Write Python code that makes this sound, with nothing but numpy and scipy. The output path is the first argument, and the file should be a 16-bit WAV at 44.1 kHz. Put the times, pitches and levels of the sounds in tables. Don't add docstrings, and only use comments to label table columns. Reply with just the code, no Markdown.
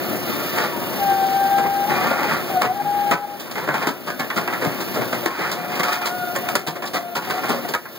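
import sys
import numpy as np
from scipy import signal
from scipy.fft import rfft, irfft, next_fast_len
from scipy.io import wavfile
from scipy.ndimage import uniform_filter1d

SR = 44100
rng = np.random.default_rng(int(sys.argv[2]) if len(sys.argv) > 2 else 0)


def transcribe(signal):
    frames = np.atleast_2d(signal).T
    limited = np.clip(frames, -1, 1)
    pcm = np.round(limited * 32767).astype(np.int16)
    wavfile.write(sys.argv[1], SR, pcm)


N = 351918
T = np.arange(N) / SR

# t/s, speed/(turns per s)
SHAFT_SPEED = [(0, 29.906), (2.5, 29.904), (3.2, 29.895), (6.4, 29.895), (7.98, 29.875)]
# t/s, drone level/dB, hiss level/dB
MACHINE_LEVELS = [(0, -25, -31.5), (0.25, -27, -30.5), (0.55, -25.5, -30), (0.61, -25, -34),
                  (1.0, -26, -29.5), (1.5, -28.5, -32), (2.6, -27, -34.5), (3.1, -25.5, -32.5),
                  (3.3, -27, -32), (3.5, -25, -31), (4.0, -30, -35), (4.5, -28.5, -33.5), (5.2, -30, -34),
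                  (5.35, -31, -38.5), (6.2, -30.5, -34), (6.8, -27, -36), (7.1, -29.5, -35.5),
                  (7.7, -29, -34.5), (7.8, -37, -40.5), (7.98, -36, -36)]
# f/Hz, level/dB
DIESEL_SPECTRUM = [(30, -26), (70, -14), (110, -4), (170, 0), (240, 3.5), (340, 3), (450, -2), (600, 2),
                   (1020, -9.5), (1200, -6), (1450, -9.5), (1900, -11), (2600, -9), (5000, -34),
                   (16000, -17.5)]
# f/Hz, level/dB
OIL_SPECTRUM = [(1000, -13), (2600, -27), (4000, 3), (5000, 6), (6300, 1), (8000, -6), (10000, 2),
                (13000, 6.5), (15500, 4.5)]
# multiple of the vane rate, level/dB
PUMP_HARMONICS = [(1, -34), (2, -40), (5, -46), (8, -44), (9, -56), (10, -48), (11, -55), (12, -50),
                  (14, -59), (16, -52), (19, -59), (24, -57), (30, -50), (33, -46), (34, -48), (35, -51),
                  (36, -48.5), (37, -49), (38, -54), (39, -45), (40, -52), (41, -45.5), (42, -49),
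                  (43, -52)]
# t/s, level/dB
CREAK_LEVELS = [(0, -32.5), (3.3, -29), (3.48, -32.5), (4.0, -36.5), (5.5, -29), (6.6, -42), (7.12, -53),
                (7.7, -29.5), (7.8, -45), (7.98, -44)]
# f/Hz, level/dB
SCRAP_SPECTRUM = [(30, -77), (70, -27.5), (110, -12.5), (170, -2.5), (300, -5), (450, -4), (900, -1),
                  (1400, -1.5), (2000, -3), (2600, -5.5), (4000, -8), (5000, -8), (6300, -15),
                  (9000, -18.5), (15500, -9)]
# f/Hz, level/dB, t60/s
CASING_MODES = [(611, 4, 0.067), (889, 3, 0.17), (1144, 2.5, 0.22), (1274, 3, 0.2), (1380, 4.5, 0.17),
                (1790, 2, 0.17), (2006, 2.5, 0.13), (2402, 6.5, 0.16)]
# t/s, hold/s, level/dB, bass/dB, treble/dB, gain of the casing's ring
SHEET_DRAGS = [(0.268, 0.43, -29, -12, 1, 0.9), (1.103, 0.26, -28, 9, -2, 0.23),
               (1.885, 0.48, -16.5, 3, -7.5, 0.52), (3.621, 0.26, -20, 6.5, -5, 0.28),
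               (4.401, 0.38, -25.5, 6, -9, 0.16), (5.3, 0.15, -19, -8.5, -8.5, 0.43),
               (5.384, 0.11, -17, 1.5, -8, 0.23), (5.539, 0.12, -26.5, 8.5, -15, 0.54),
               (5.691, 0.1, -22, 0.5, -6, 0.48), (5.832, 0.1, -16.5, -6, -1.5, 1),
               (6.008, 0.018, -16.5, -8, -3.5, 1.4), (6.435, 0.043, -29, -2.5, -10, 0.21),
               (7.216, 0.35, -23, 0.5, -3.5, 0.42)]
# t/s, level/dB, bass/dB, treble/dB, collapse time/s
COLLAPSES = [(0.557, -14.5, -4, -6, 0.093), (1.582, -16.5, 4, -6.5, 0.0097), (1.638, -19, 6, -19, 0.022),
             (2.109, -17, 1, -13, 0.023), (2.315, -17, -3, -10, 0.013), (2.615, -8.5, -3, -9, 0.037),
             (3.111, -1.5, -1, -9, 0.021), (3.396, -23, -10, 6, 0.012), (3.452, -22.5, -4, -5, 0.016),
             (3.511, -21, 2, 2.5, 0.0069), (3.555, -13, -1.5, -11, 0.016), (3.575, -12, -4, -8.5, 0.022),
             (3.676, -13.5, 1, -15, 0.0074), (3.687, -5.5, -5.5, -16, 0.0036),
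             (3.738, -7, -6.5, -12.5, 0.027), (3.814, -10, -7, -10.5, 0.026), (3.869, -9, 0, -5, 0.017),
             (4.064, -16.5, -1.5, -5, 0.04), (4.193, -12.5, 1, -6, 0.014), (4.301, -14, -15, -14, 0.0066),
             (4.36, -12.5, 0.5, -5.5, 0.032), (4.475, -13.5, -7, -15, 0.012),
             (4.525, -13.5, -11, -13, 0.013), (4.612, -17, 2, -9, 0.031), (4.64, -20, 8, -5, 0.021),
             (4.803, -21.5, 1, -1, 0.0098), (4.938, -23, 5.5, -3.5, 0.03), (4.962, -28, 12.5, -8, 0.034),
             (5.012, -19, 5, -11.5, 0.015), (5.127, -19, 1.5, -5.5, 0.0061), (5.149, -23.5, 1, -7, 0.0018),
             (5.258, -10.5, -2, -7, 0.0084), (5.515, -21.5, 5.5, 6, 0.0045), (5.754, -25, -14, 0.5, 0.0034),
             (5.794, -15, 0, -4.5, 0.008), (5.831, -12.5, -4.5, -4, 0.0064), (5.92, -17, -21, -1, 0.023),
             (6.056, -15, -9, 0, 0.008), (6.35, -21.5, -13, -5, 0.015), (6.486, -20, -8, -1.5, 0.0028),
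             (6.553, -6.5, 1.5, -1, 0.0082), (6.666, -13.5, 2.5, 0.5, 0.02), (6.755, -17.5, -1, -6, 0.017),
             (6.822, -13, -3, -9, 0.013), (6.855, -22.5, -4, 5.5, 0.021), (6.934, -11.5, 1.5, -1.5, 0.029),
             (7.152, -12, -2, -3.5, 0.014), (7.298, -15.5, 0, -4.5, 0.013), (7.434, -17, 0, -15, 0.0062),
             (7.484, -16, 4.5, -3.5, 0.037), (7.686, -25.5, 6, 3, 0.014), (7.737, -13, -11, -6, 0.0035),
             (7.854, -24.5, -5, -18, 0.0016), (7.95, -34, -6, 0, 0.016)]
# f/Hz, level/dB
CRACK_SPECTRUM = [(1200, -37), (3500, -12), (7000, 4), (15000, -4)]
# t/s, level/dB, ring f/Hz, edge against click/dB
FOLD_SNAPS = [(0.585, -8, 1307, -28), (2.232, -9, 1150, -31), (2.62, 0, 1264, -31), (2.631, -3, 1280, -30),
              (3.13, -5, 1290, -33), (3.556, -7, 1180, -28), (3.742, -6, 1400, -28),
              (3.871, -5.5, 1510, -16), (4.302, -11.5, 1960, -31), (4.385, -8, 1102, -29),
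              (4.477, -7.5, 1610, -33), (4.537, -10, 1300, -30), (4.65, -11, 1240, -22),
              (5.133, -15, 1314, -26), (5.26, -7.5, 725, -20), (5.806, -7.5, 1154, -26),
              (6.361, -10, 1062, -14), (6.489, -9.5, 1300, -26), (6.554, -2, 1450, -10),
              (6.559, -5, 1310, -13), (6.958, -4, 1280, -29), (6.98, -12, 1140, -28),
              (7.308, -6.5, 1530, -26), (7.442, -12, 1380, -28), (7.495, -16, 1350, -8),
              (7.75, -2.5, 1264, -28)]
# multiple of its pitch, level/dB
STRIP_MODES = [(0.64, -3), (1, 2), (1.19, -17), (1.47, -8), (1.73, -4), (2.9, -16)]
# (t/s, f/Hz, level/dB)
RAM_SQUEALS = [(-28.5, 0.7, [(0.69, 997, -38), (0.75, 951, -32), (0.87, 927, -39), (0.98, 850, -39)]),
               (-18, 0.049, [(0.98, 829, -33), (1.015, 793, -22.5), (1.03, 797, -15.5), (1.05, 794, -20),
               (1.095, 792, -14), (1.134, 784, -11), (1.156, 784.5, -14), (1.25, 779, -12.5),
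               (1.306, 778, -18.5), (1.366, 783.5, -12.5), (1.428, 791.6, -15), (1.458, 785.4, -13),
               (1.5, 795, -19), (1.534, 792, -13.5), (1.72, 796, -19), (1.848, 799, -19),
               (1.865, 819, -24.5)]), (-28, 0.96, [(1.865, 815, -31), (1.91, 808, -20.5),
               (1.99, 815, -28.5), (2.09, 818, -31), (2.14, 814, -24), (2.24, 826, -25.5),
               (2.28, 827, -28)]), (-26, 0.47, [(1.92, 750, -32), (2.02, 741, -27), (2.14, 737, -35),
               (2.17, 735, -38)]), (-19, 0.31, [(2.5, 796, -24.5), (2.54, 753, -29), (2.555, 745, -20),
               (2.58, 732, -15.5), (2.605, 726, -22.5), (2.66, 727, -21), (2.715, 744, -12.5),
               (2.735, 804, -24.5), (2.815, 811, -14.5), (2.83, 829, -42)]), (-21, 0.14, [(2.845, 823, -30),
               (2.862, 814, -15.5), (2.96, 814, -17.5), (3.08, 811, -14.5), (3.11, 812, -15),
               (3.16, 813, -23), (3.252, 816, -13), (3.272, 810, -39), (3.286, 817, -19), (3.354, 808, -23),
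               (3.38, 820, -32)])]
# t/s, f/Hz, level/dB, t60/s
PANEL_POPS = [(1.92, 135, -28, 0.42), (2.11, 522, -17, 0.17), (2.2, 276.7, -20.5, 0.3),
              (2.616, 1058, -14, 0.22), (2.655, 114.7, -23, 0.3), (2.83, 150, -28, 0.25),
              (3.682, 288, -13.5, 0.17), (3.69, 140, -20, 0.23), (3.872, 268, -11, 0.14),
              (4.204, 221, -19, 0.13), (4.389, 155, -24, 0.14), (4.635, 541, -20.5, 0.16),
              (4.645, 286.6, -24, 0.31), (4.669, 116, -23, 0.17), (4.958, 587, -19, 0.13),
              (4.993, 115, -28, 0.17), (5.046, 109.5, -29, 0.22), (5.131, 609, -13.5, 0.047),
              (5.259, 320, -12, 0.11), (5.385, 328, -18.5, 0.19), (6.361, 521, -21.5, 0.12),
              (6.68, 159.5, -19, 0.17), (6.955, 174, -17, 0.13), (7.159, 175, -26, 0.13),
              (7.497, 241.4, -20, 0.52), (7.53, 537, -20.5, 0.34), (7.648, 669, -18.5, 0.082),
              (7.747, 492, -16.5, 0.088)]
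# multiple of its pitch, level/dB
PANEL_MODES = [(1, 7.5), (1.23, -0.5), (1.52, -8), (2.03, -4), (2.6, -7), (3.202, -17)]
# (t/s, f/Hz, level/dB)
DOOR_GROANS = [(-12, 0.48, [(5.57, 711, -27), (5.66, 719, -31), (5.72, 721, -35), (5.88, 723, -27),
               (5.96, 713, -33)]), (-4, 0.38, [(5.97, 716, -29), (6.03, 718, -30), (6.07, 714, -36),
               (6.14, 726, -27.5), (6.18, 722, -30.5), (6.23, 721, -27.5), (6.31, 708, -26.5),
               (6.35, 727, -38)]), (-11, 0.53, [(6.43, 721, -34), (6.47, 720, -28.5), (6.62, 712, -32),
               (6.78, 706, -28), (6.87, 701, -31)]), (-15, 0.34, [(6.97, 697, -27), (7.04, 701, -26.5),
               (7.16, 700, -28)]), (-16, 0.55, [(7.27, 749, -29), (7.32, 742, -29), (7.34, 742, -21.5),
               (7.385, 751, -22), (7.4, 748, -29), (7.425, 742, -24), (7.45, 800, -31), (7.5, 778, -39)])]
# f/Hz, share of mid a quarter cycle ahead
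SIDE_LEAD = [(400, -0.035), (750, 0.97), (1300, -0.84), (1900, -1.15), (3500, 0.33), (4700, 0.81),
             (6200, 0.027), (7500, -0.78)]
# f/Hz, side gain/dB
STEREO_WIDTH = [(60, 11), (130, -1), (300, -1.5), (640, -9), (1400, 7), (2000, 0.5), (3000, -4.5),
                (16000, 6)]
# f/Hz, left minus right/dB
STEREO_BALANCE = [(60, -3), (110, 0.5), (200, 5.5), (380, 5.5), (750, 1.5), (1290, -0.5), (2380, -0.5),
                  (4400, -1)]

VANES = 12


def amp(db):
    return 10 ** (np.asarray(db) / 20)


def unit(x):
    return x / np.sqrt(np.mean(x ** 2) + 1e-20)


def read(points, hz):
    f, value = np.transpose(points)
    return np.interp(np.log(abs(hz) + 1), np.log(f + 1), value)


def follow(rows, t):
    times, *columns = np.transpose(rows)
    return [np.interp(t, times, column) for column in columns]


def add(mix, start, sound):
    part = mix[:, max(round(start * SR), 0):][:, :sound.shape[1]]
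    part += sound[:, :part.shape[1]]


def wander(size, hz):
    n = next_fast_len(size + SR // 4)
    f = np.fft.rfftfreq(n, 1 / SR)
    return unit(irfft(rfft(rng.standard_normal(n)) * np.exp(-(f / hz) ** 2), n))[:size]


def tint(x, points, size=2048):
    log_gain = np.log(amp(read(points, np.fft.fftfreq(size, 1 / SR))))
    taps = np.fft.ifft(np.exp(np.conj(signal.hilbert(log_gain)))).real
    return signal.oaconvolve(x, taps[None], axes=1)[:, :x.shape[1]]


def colour(x, bass_db, treble_db):
    return tint(x, [(45, 0), (100, bass_db), (450, bass_db), (950, 0), (2300, 0),
                    (3400, treble_db), (8000, treble_db), (12000, treble_db - 4)])


def crackle(size, per_s, spread_db, rub):
    hits = rng.random(size) < per_s / SR
    strength = amp(spread_db * np.minimum(rng.exponential(1, size), 3))
    ticks = unit(hits * strength * rng.uniform(-0.81, 1, (2, size)))
    return unit(ticks + rub * rng.standard_normal((2, size)))


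def diesel(turns, drone_db, throb=0.052, flutter_db=0.95, trim_db=-0.38):
    firing = 1 + throb * np.cos(4 * np.pi * turns)
    drone = unit(tint(rng.standard_normal((2, N)) * firing, DIESEL_SPECTRUM))
    return drone * amp(drone_db + trim_db + flutter_db * wander(N, 32))


def oil_hiss(turns, hiss_db, vane_depth=0.13, shaft_depth=0.42, trim_db=-3.5):
    spurts = 1 + vane_depth * np.cos(2 * np.pi * VANES * turns)
    spurts *= 1 + shaft_depth * np.cos(2 * np.pi * turns)
    fizz = crackle(N, per_s=3800, spread_db=7.0, rub=2.9)
    return unit(tint(fizz * spurts, OIL_SPECTRUM)) * amp(hiss_db + trim_db)


def pump_whine(turns, drone_db, hiss_db, waver=0.41, waver_hz=9, hop=200):
    whine = np.zeros((2, N))
    grid = np.arange(0, N, hop)
    for harmonic, db in PUMP_HARMONICS:
        paths = rng.standard_normal((2, len(grid))) + 1j * rng.standard_normal((2, len(grid)))
        paths = signal.lfilter(*signal.butter(2, waver_hz, fs=SR / hop), paths)
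        paths = np.array([[1], [1j]]) + waver * paths / paths.std()
        fading = np.array([np.interp(np.arange(N), grid, path) for path in paths])
        tone = np.exp(2j * np.pi * (harmonic * VANES * turns + rng.random()))
        level = amp(db + (drone_db + 24 if harmonic < 6 else hiss_db + 32))
        whine += np.sqrt(2) * level * (fading * tone).real
    return whine


def ringing(x, modes):
    t = np.arange(SR // 5) / SR
    ring = sum(amp(db - 60 * t / t60) * np.sin(2 * np.pi * hz * t) for hz, db, t60 in modes)
    return x.std() * unit(signal.oaconvolve(x, ring[None], axes=1)[:, :x.shape[1]])


def bend(x, rise_per_s, waver=0.0081, waver_hz=7):
    n = np.arange(x.shape[1])
    speed = 1 + rise_per_s * n / SR + waver * wander(len(n), waver_hz)
    place = np.cumsum(speed) % len(n)
    return np.array([np.interp(place, n, channel) for channel in x])


def grind(size, db, bass_db, treble_db, casing, rise_per_s, lurch_db=1.33, trim_db=-1.5):
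    ticks = crackle(size, per_s=1700, spread_db=1.5, rub=1.0)
    body = tint(ticks * amp(lurch_db * wander(size, 45)), SCRAP_SPECTRUM)
    ring = bend(ringing(body, CASING_MODES), rise_per_s)
    return amp(db + trim_db) * colour(unit(body + casing * ring), bass_db, treble_db)


def scrape(hold_s, db, bass_db, treble_db, casing, rise_s=0.0078, t60=0.27):
    t = np.arange(0, hold_s + t60, 1 / SR)
    envelope = np.minimum(t / rise_s, 1) * amp(-60 * np.maximum(t - hold_s, 0) / t60)
    return envelope * grind(SR, db, bass_db, treble_db, casing, rise_per_s=0.06)[:, :len(t)]


def jolts(t, per_s=70, fade_s=0.01, steady=0.87):
    hits = rng.random(len(t)) < per_s / SR
    since_hit = t - np.maximum.accumulate(t * hits)
    return unit(steady + np.exp(-since_hit / fade_s))


def fold_ring(x, ring=0.44, casing=0.053, t60=0.15, low_hz=401.6, high_hz=2200):
    modes = [(hz, 0, t60) for hz in low_hz * (high_hz / low_hz) ** rng.random(12)]
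    return x + ring * ringing(x, modes) + casing * ringing(x, CASING_MODES)


def crunch(db, bass_db, treble_db, collapse_s, t60=0.16, click_s=0.0023, crack_s=0.027, trim_db=-0.66):
    t = np.arange(SR // 3) / SR
    attack = np.minimum(t / (0.35 * collapse_s), 1)
    settle = amp(-60 * np.maximum(t - collapse_s, 0) / t60)
    burst = attack * settle * jolts(t) + 0.57 * np.exp(-t / click_s)
    ticks = crackle(len(t), per_s=2500, spread_db=2.5, rub=0.97)
    body = fold_ring(tint(ticks * burst, SCRAP_SPECTRUM))
    body = unit(body) * np.sqrt(np.mean(burst ** 2))
    crack = amp(-14) * bright_edge(t, crack_s)
    return colour((body + crack) * amp(db + trim_db), bass_db, treble_db)


def bright_edge(t, fade_s):
    return unit(tint(rng.standard_normal((2, len(t))), CRACK_SPECTRUM)) * np.exp(-t / fade_s)


def snap(db, hz, edge_db, click_s=0.0021, ring_db=-7, t60=0.1, detune=0.057):
    t = np.arange(SR // 5) / SR
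    click = tint(rng.standard_normal((2, len(t))) * np.exp(-t / click_s), SCRAP_SPECTRUM)
    click = colour(click, bass_db=-2, treble_db=-5)
    edge = amp(edge_db) * bright_edge(t, fade_s=0.008)
    ring = np.zeros((2, len(t)))
    for ratio, mode_db in STRIP_MODES:
        mode_hz = hz * ratio ** (1 + detune * rng.standard_normal())
        ring += amp(mode_db) * np.sin(2 * np.pi * (mode_hz * t + rng.random((2, 1))))
    ring = unit(ring) * amp(ring_db - 60 * t / t60) / 2
    return amp(db) * (click / abs(click).max() + edge + ring)


def squeal(octave_db, rough, curve, jitter_hz=2, chatter_hz=48, rasp_db=-37, shake_db=0.5, trim_db=-0.3):
    t = np.arange(curve[0][0], curve[-1][0], 1 / SR)
    hz, db = follow(curve, t)
    jitter = jitter_hz * (1 + rough) * wander(len(t), 120)
    chatter = (wander(len(t), chatter_hz) + 1j * wander(len(t), chatter_hz)) / np.sqrt(2)
    grip = np.sqrt(1 - rough ** 2) + rough * chatter
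    phase = 2 * np.pi * np.cumsum(hz + jitter) / SR + np.angle(grip)
    rasp = sum(np.sin(k * phase) for k in range(3, 7))
    overtones = amp(octave_db) * np.sin(2 * phase) + amp(rasp_db) * rasp
    bite = amp(0.33 * (db - db.max()))
    tone = np.sqrt(2) * abs(grip) * (np.sin(phase) + bite * overtones)
    fade = np.clip(np.minimum(t - t[0], t[-1] - t) / 0.0026, 0, 1)
    tone *= fade * amp(db + trim_db + shake_db * wander(len(t), 48))
    return np.array([tone, tone])


def knock(hz, db, t60, rise_s=0.0039, sag=0.091, sag_s=0.02, detune=0.0334, rattle_db=3, side=0.68):
    t = np.arange(0, t60, 1 / SR)
    cycles = hz * (t + sag * sag_s * (1 - np.exp(-t / sag_s)))
    body = np.zeros((2, len(t)))
    for ratio, mode_db in PANEL_MODES:
        level = amp(mode_db + rattle_db * wander(len(t), 0.21 * hz))
        detuned = ratio * (1 + detune * rng.uniform(-1.1, 1))
        body += level * np.sin(2 * np.pi * (detuned * cycles + rng.random((2, 1))))
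    envelope = np.minimum(t / rise_s, 1) * amp(db - 60 * t / t60)
    return unit(body) * np.array([[1], [side]]) * envelope


def yard(x, t60=0.27, wet_db=-13, echoes=300):
    taps = np.zeros((2, SR // 3))
    delays = rng.integers(SR // 200, SR // 3, (2, echoes))
    gains = rng.choice([-1, 1], delays.shape) * amp(-60 * delays / SR / t60)
    np.put_along_axis(taps, delays, gains, axis=1)
    return x + amp(wet_db) * signal.oaconvolve(x, taps / np.linalg.norm(taps[0]), axes=1)[:, :N]


def ports(mid_side, lag_samples=16, comb_depth=1.25):
    size = next_fast_len(N + SR // 4)
    hz = np.fft.rfftfreq(size, 1 / SR)
    mid, side = rfft(mid_side, size)
    lead = np.clip(read(SIDE_LEAD, hz), -1, 1)
    side = 1j * lead * mid + np.sqrt(1 - lead ** 2) * side
    angle = np.pi * hz * lag_samples / SR
    mid_gain = np.where(angle < np.pi / 2, 1, abs(np.sin(angle)) ** comb_depth)
    side_gain = abs(np.cos(angle)) ** comb_depth * amp(read(STEREO_WIDTH, hz))
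    mid, side = mid * mid_gain, side * side_gain
    pair = np.array([mid + side, mid - side]) / np.hypot(mid_gain, side_gain)
    lean = amp(np.array([[.5], [-.5]]) * read(STEREO_BALANCE, hz))
    lean /= np.sqrt(np.mean(lean ** 2, axis=0))
    return irfft(pair * lean, size)[:, :N]


def limiter(x, threshold_db=-14.5, ratio=6, attack_s=0.0031, recover_db_per_s=9.0, bright_db=4):
    sidechain = tint(x, [(900, 0.016), (1800, bright_db)])
    power = abs(uniform_filter1d((sidechain ** 2).mean(0), size=200))
    excess_db = np.maximum(10 * np.log10(power + 1e-12) - threshold_db, 0) * (1 - 1 / ratio)
    recovery = recover_db_per_s * T
    duck_db = np.maximum.accumulate(excess_db + recovery) - recovery
    pole = np.exp(-1 / (attack_s * SR))
    return x * amp(-signal.lfilter([1 - pole], [1, -pole], duck_db))


def scene():
    turns = np.cumsum(follow(SHAFT_SPEED, T)[0]) / SR
    drone_db, hiss_db = follow(MACHINE_LEVELS, T)
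    machine = diesel(turns, drone_db) + oil_hiss(turns, hiss_db) + pump_whine(turns, drone_db, hiss_db)
    creak_db = follow(CREAK_LEVELS, T)[0]
    scrap = grind(N, creak_db, bass_db=1, treble_db=-1.5, casing=0.34, rise_per_s=0)
    for voice, cues in (scrape, SHEET_DRAGS), (crunch, COLLAPSES), (knock, PANEL_POPS), (snap, FOLD_SNAPS):
        for start, *settings in cues:
            add(scrap, start, voice(*settings))
    for octave_db, rough, curve in RAM_SQUEALS + DOOR_GROANS:
        add(scrap, curve[0][0], squeal(octave_db, rough, curve))
    return yard(scrap) + machine


def record(dry, ceiling=0.9, cutoff_hz=15780):
    ducked = limiter(ports(dry))
    rounded = ducked / (1 + (ducked / ceiling) ** 4) ** (1 / 4)
    lowpass = signal.firwin(1023, cutoff_hz, window=("kaiser", 8), fs=SR)
    return signal.oaconvolve(rounded, lowpass[None], "same")


dry = scene()
out = record(dry)
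transcribe(out)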